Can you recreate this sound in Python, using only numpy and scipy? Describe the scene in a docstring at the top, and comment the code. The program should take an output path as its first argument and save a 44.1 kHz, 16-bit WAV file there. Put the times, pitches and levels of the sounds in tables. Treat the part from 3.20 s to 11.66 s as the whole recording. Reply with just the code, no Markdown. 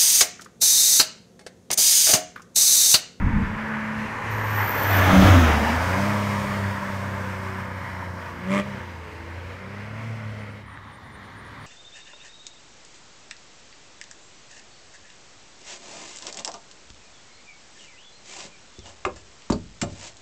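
"""A sports car passing

A flat-six car comes up a tree-lined road, passes close by and pulls away, with one hard stab of throttle. Its
firings make exhaust harmonics and rasp; its tyre noise changes colour with the angle of view. Wind bumps the
microphone and the brakes sing thinly on the approach. Then the car approaches again from far off, quietly, with
one sharp exhaust crack, while two insects chirp in the verge."""
import sys
import numpy as np
from scipy import signal
from scipy.fft import rfft, irfft, next_fast_len
from scipy.io import wavfile
from scipy.ndimage import uniform_filter1d, map_coordinates

SR = 44100
rng = np.random.default_rng(int(sys.argv[2]) if len(sys.argv) > 2 else 0)


def transcribe(signal):
    """Save signal, clipped to [-1, 1], as a 16-bit WAV file at the path in sys.argv[1]."""
    frames = np.atleast_2d(signal).T
    limited = np.clip(frames, -1, 1)
    pcm = np.round(limited * 32767).astype(np.int16)
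    wavfile.write(sys.argv[1], SR, pcm)


N = 373086
TIME = np.arange(N) / SR

# firing rate of one cylinder bank, Doppler shift included: t/s, f/Hz
BANK_RATE = [(0, 109.5), (1.1, 108.1), (1.7, 99), (1.88, 93.14), (2.06, 96.5), (2.3, 76), (2.42, 73.94),
             (2.9, 103.6), (3.15, 100.4), (4.5, 94.08), (5.0, 90.4), (5.18, 86.8), (5.36, 100.1),
             (5.5, 101.1), (5.65, 88.6), (5.9, 79.5), (6.3, 90.05), (6.88, 113.1), (7.1, 106.8), (7.6, 100),
             (8.0, 98.9), (8.46, 109.8)]
# presses of the throttle: start t/s, rise t/s, end t/s, depth (0-1)
THROTTLE_PRESSES = [(0.05, 0.32, 0.83, .615), (2.56, 0.23, 4.95, .605), (5.08, .24, 5.405, 1),
                    (5.41, 0.0384, 5.55, 0.68), (6.2, .3, 7.37, .62)]
# boom at the firing rate of one bank: t/s, level/dB
BOOM_LEVEL = [(0.35, -47.5), (0.94, -39.5), (1.02, -48), (1.09, -30), (1.43, -26.5), (1.52, -38),
              (1.75, -19.5), (1.91, -19.5), (1.95, -31), (2.09, -9.5), (2.45, -27.5), (3.22, -30.5),
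              (3.26, -46), (3.31, -34.5), (3.47, -24), (3.58, -41), (3.71, -44), (3.74, -32.5),
              (4.91, -37.5), (5.09, -43.5), (5.82, -41), (5.88, -47), (6.2, -36), (6.43, -44.5),
              (6.92, -32), (7.01, -40), (7.06, -31.5), (7.76, -58), (8.41, -47.5), (8.46, -54)]
# lines of the exhaust drone: multiple of the four-stroke cycle, relative level/dB
DRONE_ORDERS = [(2, -10), (7, -3.5), (8, -3.5), (9, -18), (10, -10), (12, 1), (13, -14), (16, 1), (17, -18),
                (30, -3.5), (33, -2.5), (39, -3.5)]
# response of the exhaust pipe: f/Hz, relative level/dB
PIPE_RESPONSE = [(60, -45), (200, -12), (300, -10), (400, -10), (590, -0.5), (720, -15), (900, -3),
                 (1200, 0.5), (1480, -14), (1750, -6.5), (2200, -2), (2750, -13.5), (3150, -13.5),
                 (4400, -27.5), (7500, -26), (15600, -50)]
# reverberation time of the street: f/Hz, t/s
STREET_T60 = [(100, 1), (1000, 0.22), (4000, 0.12), (12000, 0.047)]
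# tyre spectra from five views: f/Hz, relative level/dB
TYRE_FRONT = [(180, -14.5), (300, -8), (326, -21), (348, -8.5), (526, -3), (708, -11), (836, -4),
              (970, -1.5), (1370, -7.5), (1760, -3), (3760, -24), (4500, -25), (5970, -26.5), (10500, -38),
              (12600, -37.5), (15600, -50)]
TYRE_SIDE = [(250, -6), (340, -3.5), (420, -11.5), (560, -1.5), (720, -1.5), (1000, -5), (1300, -3),
             (2000, -7.5), (3400, -17.5), (4600, -27), (6300, -26.5), (8400, -37), (13600, -34),
             (15600, -34)]
TYRE_REAR = [(300, -10), (600, -1), (900, 3.5), (1350, -6), (1650, -3.5), (2200, -10.5), (2550, -14.5),
             (3100, -17.5), (3700, -19.5), (5000, -18.5), (7200, -27), (9000, -27.5), (13000, -30.5),
             (15600, -38)]
TYRE_FAR_LEAVING = [(180, -36), (300, -27), (354, -8), (384, -7), (469, 1.5), (581, -1), (732, -7),
                    (923, -4), (1200, -11), (1280, -6), (2140, -6.5), (3580, -25), (5230, -29), (9020, -41),
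                    (15600, -50)]  # mixed with engine rush
TYRE_FAR_COMING = [(300, -7.5), (750, -8), (900, -4), (1100, -2.5), (1380, -7.5), (1960, -4), (2620, -17.5),
                   (3570, -13), (4930, -21.5), (8000, -29.5), (11000, -34.5), (15600, -42)]
# view of the car: t/s, view (0-4, in the order above)
VIEW = [(1.6, 0), (1.95, 1), (2.25, 1), (2.75, 2), (4.9, 2), (6.4, 3), (7.25, 3), (7.45, 4)]
# tyre noise at the least distance, a row per view: body roar level/dB, tread level/dB, hiss level/dB
TYRE_LEVELS = [(-25, -20.6, -34), (-22, -20, -31), (-23, -20, -28), (-18.5, -24, -23), (-29, -30.5, -34.5)]
# notches in the rear view: f/Hz, width/Hz, relative level/dB
REAR_NOTCHES = [(787, 92, -10), (2700, 130, -4), (4300, 770, -2.5), (10555, 830, -7)]
# tailpipe resonances heard from behind: f/Hz, width/Hz, relative level/dB
PIPE_RESONANCES = [(1910, 45, 2), (2140, 69, 3), (4600, 85, 1), (5780, 55, -3)]
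# spectra of the car's rumble and of wind on the microphone: f/Hz, relative level/dB
RUMBLE_SPECTRUM = [(20, -47), (45, -18), (62, 1.5), (80, 2.5), (110, 1), (170, -1.5), (270, -2.5),
                   (400, -20.5), (700, -65)]
BUFFET_SPECTRUM = [(8.8, -26), (15, 2), (91, 0.5), (171, -7.5), (209, 2.5), (277, -13.5), (311, -11),
                   (358, -33), (450, -22), (580, -54), (990, -120)]
# a gust, then the car's bow wave: start t/s, end t/s, level/dB
GUSTS = [(0, 0.222, -21.5), (2.064, 2.078, -33)]
# song of the brake pads: t/s, f/Hz, relative level/dB
BRAKE_SONG = [(1.1, 13800, -60), (1.116, 13700, -48), (1.232, 13400, -48), (1.384, 13700, -36.5),
              (1.784, 13600, -30), (1.88, 13380, -44)]
# chirps of two insects, a lower and a higher: t/s, relative level/dB, f/Hz
CHIRPS = [(7.1835, -60, 9160), (7.2908, -65, 9430), (7.4586, -63, 9480), (7.5056, -59, 9070),
          (7.652, -67, 9490), (7.7147, -59, 9100), (7.8314, -65.5, 9570), (7.914, -57, 9120),
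          (8.0266, -64, 9500), (8.1607, -57.5, 9100), (8.239, -62.5, 9600), (8.3958, -59, 9200)]

SPEED_M_PER_S, LEAST_DISTANCE_M = 13.25, 3.165
PASS_AT, RETURN_AT = 2.03, 10.43  # t/s: the car draws level, and would again on its second approach
RETURN_FROM, RETURN_FADE_S, VALVES_DB = 7.25, 0.24, -4  # second approach, with the exhaust valves closed
ABEAM_AT, ABEAM_S = 1.985, 0.067  # flank and side intake face the microphone: t/s, half width/s
WAKE_AT, WAKE_S = 2.41, 0.54  # the turbulent wake lies in the sound path: t/s, half width/s


def amp(db):
    """Decibels to amplitude ratio."""
    return 10 ** (np.asarray(db) / 20)


def unit(x):
    """x at rms 1."""
    return x / np.sqrt(np.mean(x ** 2) + 1e-20)


def along(points, hz):
    """(f/Hz, value) points interpolated on a log frequency axis."""
    f, v = np.transpose(points)
    return np.interp(np.log(hz + 1), np.log(f + 1), v)


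def curves(rows):
    """One value per sample for each column after the time."""
    times, *columns = np.transpose(rows)
    return [np.interp(TIME, times, column) for column in columns]


def bump(at, half_width):
    """A Gaussian of height 1 in time."""
    return np.exp(-((TIME - at) / half_width) ** 2)


def wobble(rate):
    """A smooth random curve, rate knots a second."""
    return map_coordinates(rng.standard_normal(int(N * rate / SR) + 4), [TIME * rate])


def harmonic(angle, order):
    """A sine of rms 1 locked to the four-stroke cycle."""
    return np.sqrt(2) * np.sin(order * angle)


def filtered(x, response):
    """Linear filtering: the spectrum of x times a frequency response."""
    size = next_fast_len(N + 8192)
    return irfft(rfft(x, size) * response(np.fft.rfftfreq(size, 1 / SR)), size)[:N]


def shaped(x, bells):
    """x with Gaussian peaks or notches (f/Hz, width/Hz, level/dB)."""
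    return filtered(x, lambda hz: amp(sum(db * np.exp(-((hz - centre) / width) ** 2)
                                          for centre, width, db in bells)))


def coloured(x, spectrum):
    """x filtered by a (f/Hz, level/dB) curve, at rms 1."""
    return unit(filtered(x, lambda hz: amp(along(spectrum, hz))))


def noise(spectrum):
    """Coloured Gaussian noise of rms 1."""
    return coloured(rng.standard_normal(N), spectrum)


def street(x, wet_db):
    """Reverberation: trees and house fronts add a diffuse tail whose treble dies first."""
    hz, t, spectra = signal.stft(rng.standard_normal(SR // 2), SR, nperseg=256)
    decay = amp(-60 * t / along(STREET_T60, hz)[:, None])
    tail = signal.istft(spectra * decay, SR, nperseg=256)[1]
    return x + amp(wet_db) * signal.fftconvolve(x, tail / np.linalg.norm(tail))[:N]


def drive(lift_s=0.105, ease_per_s=0.125):
    """The car's state: straight-line motion sets spherical spreading and aspect; the pedal sets load."""
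    again = np.clip((TIME - RETURN_FROM) / RETURN_FADE_S, 0, 1)
    blend = lambda pair: (1 - again) * pair[0] + again * pair[1]
    to_go = SPEED_M_PER_S * (np.array([[PASS_AT], [RETURN_AT]]) - TIME)
    distance = np.hypot(to_go, LEAST_DISTANCE_M)
    throttle = np.zeros(N)
    for start, rise, end, depth in THROTTLE_PRESSES:
        pressed = np.clip(np.minimum((TIME - start) / rise, 1 - (TIME - end) / lift_s), 0, 1)
        throttle = np.maximum(throttle, depth * np.exp(-ease_per_s * (TIME - start)) * pressed)
    return dict(spread_db=blend(20 * np.log10(LEAST_DISTANCE_M / distance)),
                ahead=blend((1 + to_go / distance) / 2),  # 1 nose on, 0 tail on
                again=again, throttle=throttle, bank_hz=curves(BANK_RATE)[0])


def heard(car, db, falloff, ahead_db, throttle_db, bend):
    """Engine level/dB from spreading loss, directivity, the valves and a power law of the throttle."""
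    return (db + falloff * car["spread_db"] + ahead_db * car["ahead"] + VALVES_DB * car["again"]
            + throttle_db * car["throttle"] ** bend)


def revving(car, cruise_hz=96):
    """Firing rate above cruising, weighted by rearward directivity."""
    return (car["bank_hz"] - cruise_hz) * (1 - car["ahead"])


def exhaust_notes(car, cycles, shake_db=4.0, shake_rad=0.065, intake_db=-12, intake_third_db=-27,
                  wake_db=8.5, overrev_db_per_hz=-0.72):
    """Harmonic series: each bank fires three times a cycle; unequal cylinders add the lines between."""
    angle = 2 * np.pi * cycles
    wake, abeam = bump(WAKE_AT, WAKE_S), bump(ABEAM_AT, ABEAM_S)
    shaken = lambda: angle + shake_rad * (0.34 + wake) * wobble(45)  # phase jitter, most in the wake
    throb_db = heard(car, db=-36, falloff=0.79, ahead_db=-3.5, throttle_db=16, bend=1.06)
    full_db = heard(car, db=-37.5, falloff=1.066, ahead_db=0, throttle_db=41.5, bend=1.14)
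    third_db = heard(car, db=-27, falloff=1.88, ahead_db=-6.5, throttle_db=39, bend=4) + wake_db * wake
    bark_db = heard(car, db=-36, falloff=1.0, ahead_db=-9, throttle_db=27.5, bend=2.3)
    drone_db = heard(car, db=-43, falloff=0.56, ahead_db=-10.5, throttle_db=13.5, bend=3.6)
    drone_db += overrev_db_per_hz * np.maximum(revving(car), 0)  # thins out at high revs
    notes = amp(curves(BOOM_LEVEL)[0] + 0.6 * wobble(14)) * harmonic(angle, order=3)  # one bank
    notes += amp(throb_db + 1.6 * wobble(12)) * harmonic(angle, order=4)  # twice a crank turn
    full_gain = amp(full_db + 1.05 * wobble(13)) + amp(intake_db) * abeam
    notes += full_gain * harmonic(angle, order=6)  # all six cylinders
    third_gain = amp(third_db + shake_db * wake * wobble(49)) + amp(intake_third_db) * abeam
    notes += third_gain * harmonic(shaken(), order=9)  # third harmonic of one bank
    notes += amp(bark_db + 2.0 * wobble(10)) * harmonic(angle + 0.012 * wobble(25), order=18)
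    for multiple, db in DRONE_ORDERS:
        notes += amp(drone_db + db + 4.0 * wobble(7)) * harmonic(shaken(), order=round(multiple))
    return notes


def exhaust_rasp(car, cycles, revs_db_per_hz=0.37, decay=0.36, far_bank=0.53, scatter_db=1,
                 gas_share=0.95):
    """Pulse excitation: each firing sends a pressure step and a burst of gas noise down the pipe."""
    firings = 6 * cycles
    firing = firings.astype(int)
    number = np.arange(firing[-1] + 1)
    bank_gain = np.where(number % 2, far_bank, 1)
    strength = (amp(scatter_db * rng.standard_normal(len(number))) * bank_gain)[firing]
    steps = strength * np.diff(firing, prepend=0)
    gas = strength * np.exp(-(firings % 1) / (2 * decay)) * rng.standard_normal(N)
    # the silencer smears each step over a few milliseconds
    t = np.arange(SR // 100) / SR
    smear = np.sin(2 * np.pi * (400 * t + 9e5 * t * t)) * (t < .008) * np.exp(-t / .004)
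    steps = signal.fftconvolve(steps, smear)[:N]
    bursts = np.sqrt(1 - gas_share) * coloured(steps, PIPE_RESPONSE)
    bursts += np.sqrt(gas_share) * coloured(gas, PIPE_RESPONSE)
    rasp_db = heard(car, db=-28.5, falloff=1.08, ahead_db=-15, throttle_db=28.5, bend=4.2)
    rasp_db += revs_db_per_hz * revving(car)
    return street(bursts * amp(rasp_db), wet_db=-12)


def engine(car):
    """Phase locking: notes and rasp follow the same slightly unsteady four-stroke cycle."""
    bank_hz = car["bank_hz"] * (1 + 0.0031 * wobble(20))
    cycles = np.cumsum(bank_hz) / (3 * SR)
    return exhaust_notes(car, cycles) + exhaust_rasp(car, cycles)


def tyre_bands(source, gains, low_hz=770, high_hz=3000):
    """Crossover filtering: body roar, tread noise and hiss, each at its own level."""
    above = lambda hz, edge: 1 / (1 + (edge / (hz + 1)) ** 8)
    bands = [lambda hz: 1 - above(hz, low_hz),
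             lambda hz: above(hz, low_hz) - above(hz, high_hz),
             lambda hz: above(hz, high_hz)]
    return sum(gain * unit(filtered(source, band)) for gain, band in zip(gains, bands))


def tyres(car, body_falloff=1.208, tread_falloff=0.81, hiss_falloff=1.306, abeam_db=-3,
          rush_db_per_hz=0.09):
    """Directivity: tyre noise changes colour as the car shows its front, side and rear."""
    rush_db = rush_db_per_hz * revving(car)  # revs add engine rush
    body_db = body_falloff * car["spread_db"] + 0.58 * wobble(12)
    tread_db = tread_falloff * car["spread_db"] + abeam_db * bump(ABEAM_AT, ABEAM_S) + 1.1 * wobble(15)
    hiss_db = hiss_falloff * car["spread_db"] + 0.21 * wobble(10)
    gains = amp([body_db, tread_db, hiss_db]) * amp(rush_db)
    rear = shaped(noise(TYRE_REAR), list(REAR_NOTCHES) + list(PIPE_RESONANCES))
    sources = [noise(TYRE_FRONT), noise(TYRE_SIDE), rear,
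               shaped(noise(TYRE_FAR_LEAVING), PIPE_RESONANCES), noise(TYRE_FAR_COMING)]
    view = curves(VIEW)[0]
    rolling = np.zeros(N)
    for k, source in enumerate(sources):
        weight = np.sqrt(np.maximum(1 - np.abs(view - k), 0))  # equal-power crossfade
        rolling += weight * tyre_bands(source, gains * amp(TYRE_LEVELS[k])[:, None])
    return rolling


def shimmer(x, base_db=1.0, treble_db=1.3, surge_db=0.8):
    """Multipath fading: shifting sound paths lift and sink narrow bands, and the hiss surges."""
    hz, _, spectra = signal.stft(x, SR, nperseg=1024)
    fading = rng.standard_normal(spectra.shape)
    for _ in range(2):
        fading = uniform_filter1d(uniform_filter1d(fading, size=5, axis=0), size=22, axis=1)
    depth_db = along([(500, base_db), (2000, base_db), (5000, treble_db), (11000, base_db)], hz)[:, None]
    surge = unit(uniform_filter1d(rng.standard_normal(spectra.shape[1]), size=9)) * (hz > 2400)[:, None]
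    gain = amp(depth_db * unit(fading) + surge_db * surge)
    return signal.istft(spectra * gain, SR, nperseg=1024)[1][:N]


def rumble(car, swirl_db=-21, swirl_s=0.12):
    """Low-frequency noise: the car's rumble, swelled by the swirl of air as it passes."""
    rumble_db = heard(car, db=-31.5, falloff=0.57, ahead_db=-1.5, throttle_db=4.5, bend=4.0)
    return (amp(rumble_db) + amp(swirl_db) * bump(PASS_AT, swirl_s)) * noise(RUMBLE_SPECTRUM)


def wind_buffet(rise_db_per_s=300, fall_db_per_s=125):
    """Turbulent pressure: a gust and the car's bow wave strike the microphone."""
    gusts = sum(amp(db - rise_db_per_s * np.maximum(start - TIME, 0)
                    - fall_db_per_s * np.maximum(TIME - end, 0)) for start, end, db in GUSTS)
    return gusts * amp(1.5 * wobble(25.8)) * noise(BUFFET_SPECTRUM)


def narrowband(centre_hz, width_hz):
    """Random modulation spreads a carrier into a band of noise, at rms 1."""
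    envelope = wobble(width_hz) + 1j * wobble(width_hz)
    return unit((envelope * np.exp(2j * np.pi * np.cumsum(centre_hz) / SR)).real)


def brakes(skirt_db=-3, scrape_db=-9, below_hz=170, chatter_db=3, fade_s=0.015):
    """Friction-induced vibration: the pads sing a fuzzy, very high line over a chattering scrape."""
    hz, db = curves(BRAKE_SONG)
    start, end = BRAKE_SONG[0][0], BRAKE_SONG[-1][0]
    contact = np.interp(TIME, [start - fade_s, start + fade_s, end - fade_s, end + fade_s], [0, 1, 1, 0])
    song = narrowband(hz, width_hz=420)
    song += amp(skirt_db) * narrowband(hz - below_hz, width_hz=1400)
    song += amp(scrape_db) * narrowband(hz - below_hz, width_hz=3400)
    return contact * amp(db - 2.5) * unit(song * amp(chatter_db * wobble(500)))


def insects(chirp_s=0.055, width_hz=420):
    """Stridulation: two insects scrape their wings in short chirps, one lower and one higher, softened by
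    echoes."""
    chirps = np.zeros(N + SR)
    t = np.arange(int(chirp_s * SR)) / SR
    swell = np.abs(np.sin(np.pi * t / chirp_s)) ** 0.5
    for start, db, hz in CHIRPS:
        grain = map_coordinates(rng.standard_normal(64), [t * width_hz])
        scrape = (1 + 0.5 * grain) * np.sin(2 * np.pi * hz * t + 1.26 * grain[::-1])
        chirps[round(start * SR):][:len(t)] += amp(db - 3) * swell * scrape
    return street(chirps[:N], wet_db=-2)


def exhaust_crack(at=7.5742, gain_db=-26, pipe_hz=1650, ring_t60=0.0046, thud_hz=260, thud_db=-11):
    """Damped resonance: one pop rings the tailpipe for a few cycles over a low thud."""
    t = np.maximum(TIME - at, 0)
    ring = amp(-60 * t / ring_t60) * (1 - np.exp(-t / 0.00059)) * np.sin(2 * np.pi * pipe_hz * t)
    thud = amp(thud_db - 60 * t / 0.031) * np.sin(2 * np.pi * thud_hz * t)
    return street(amp(gain_db) * (ring / np.abs(ring).max() + thud), wet_db=-13)


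def scene():
    """Superposition: all sources add at the roadside, in one channel."""
    car = drive()
    return (engine(car) + shimmer(tyres(car)) + rumble(car) + wind_buffet()
            + brakes() + insects() + exhaust_crack())[None]


def record(dry, ceiling=0.61, cutoff_hz=15720):
    """Soft saturation rounds the loudest peaks; a band limit removes the highest treble."""
    x = dry[0]
    rounded = x / (1 + np.abs(x / ceiling) ** 8) ** (1 / 8)
    return filtered(rounded, lambda hz: hz < cutoff_hz)[None]


dry = scene()
out = record(dry)
transcribe(out)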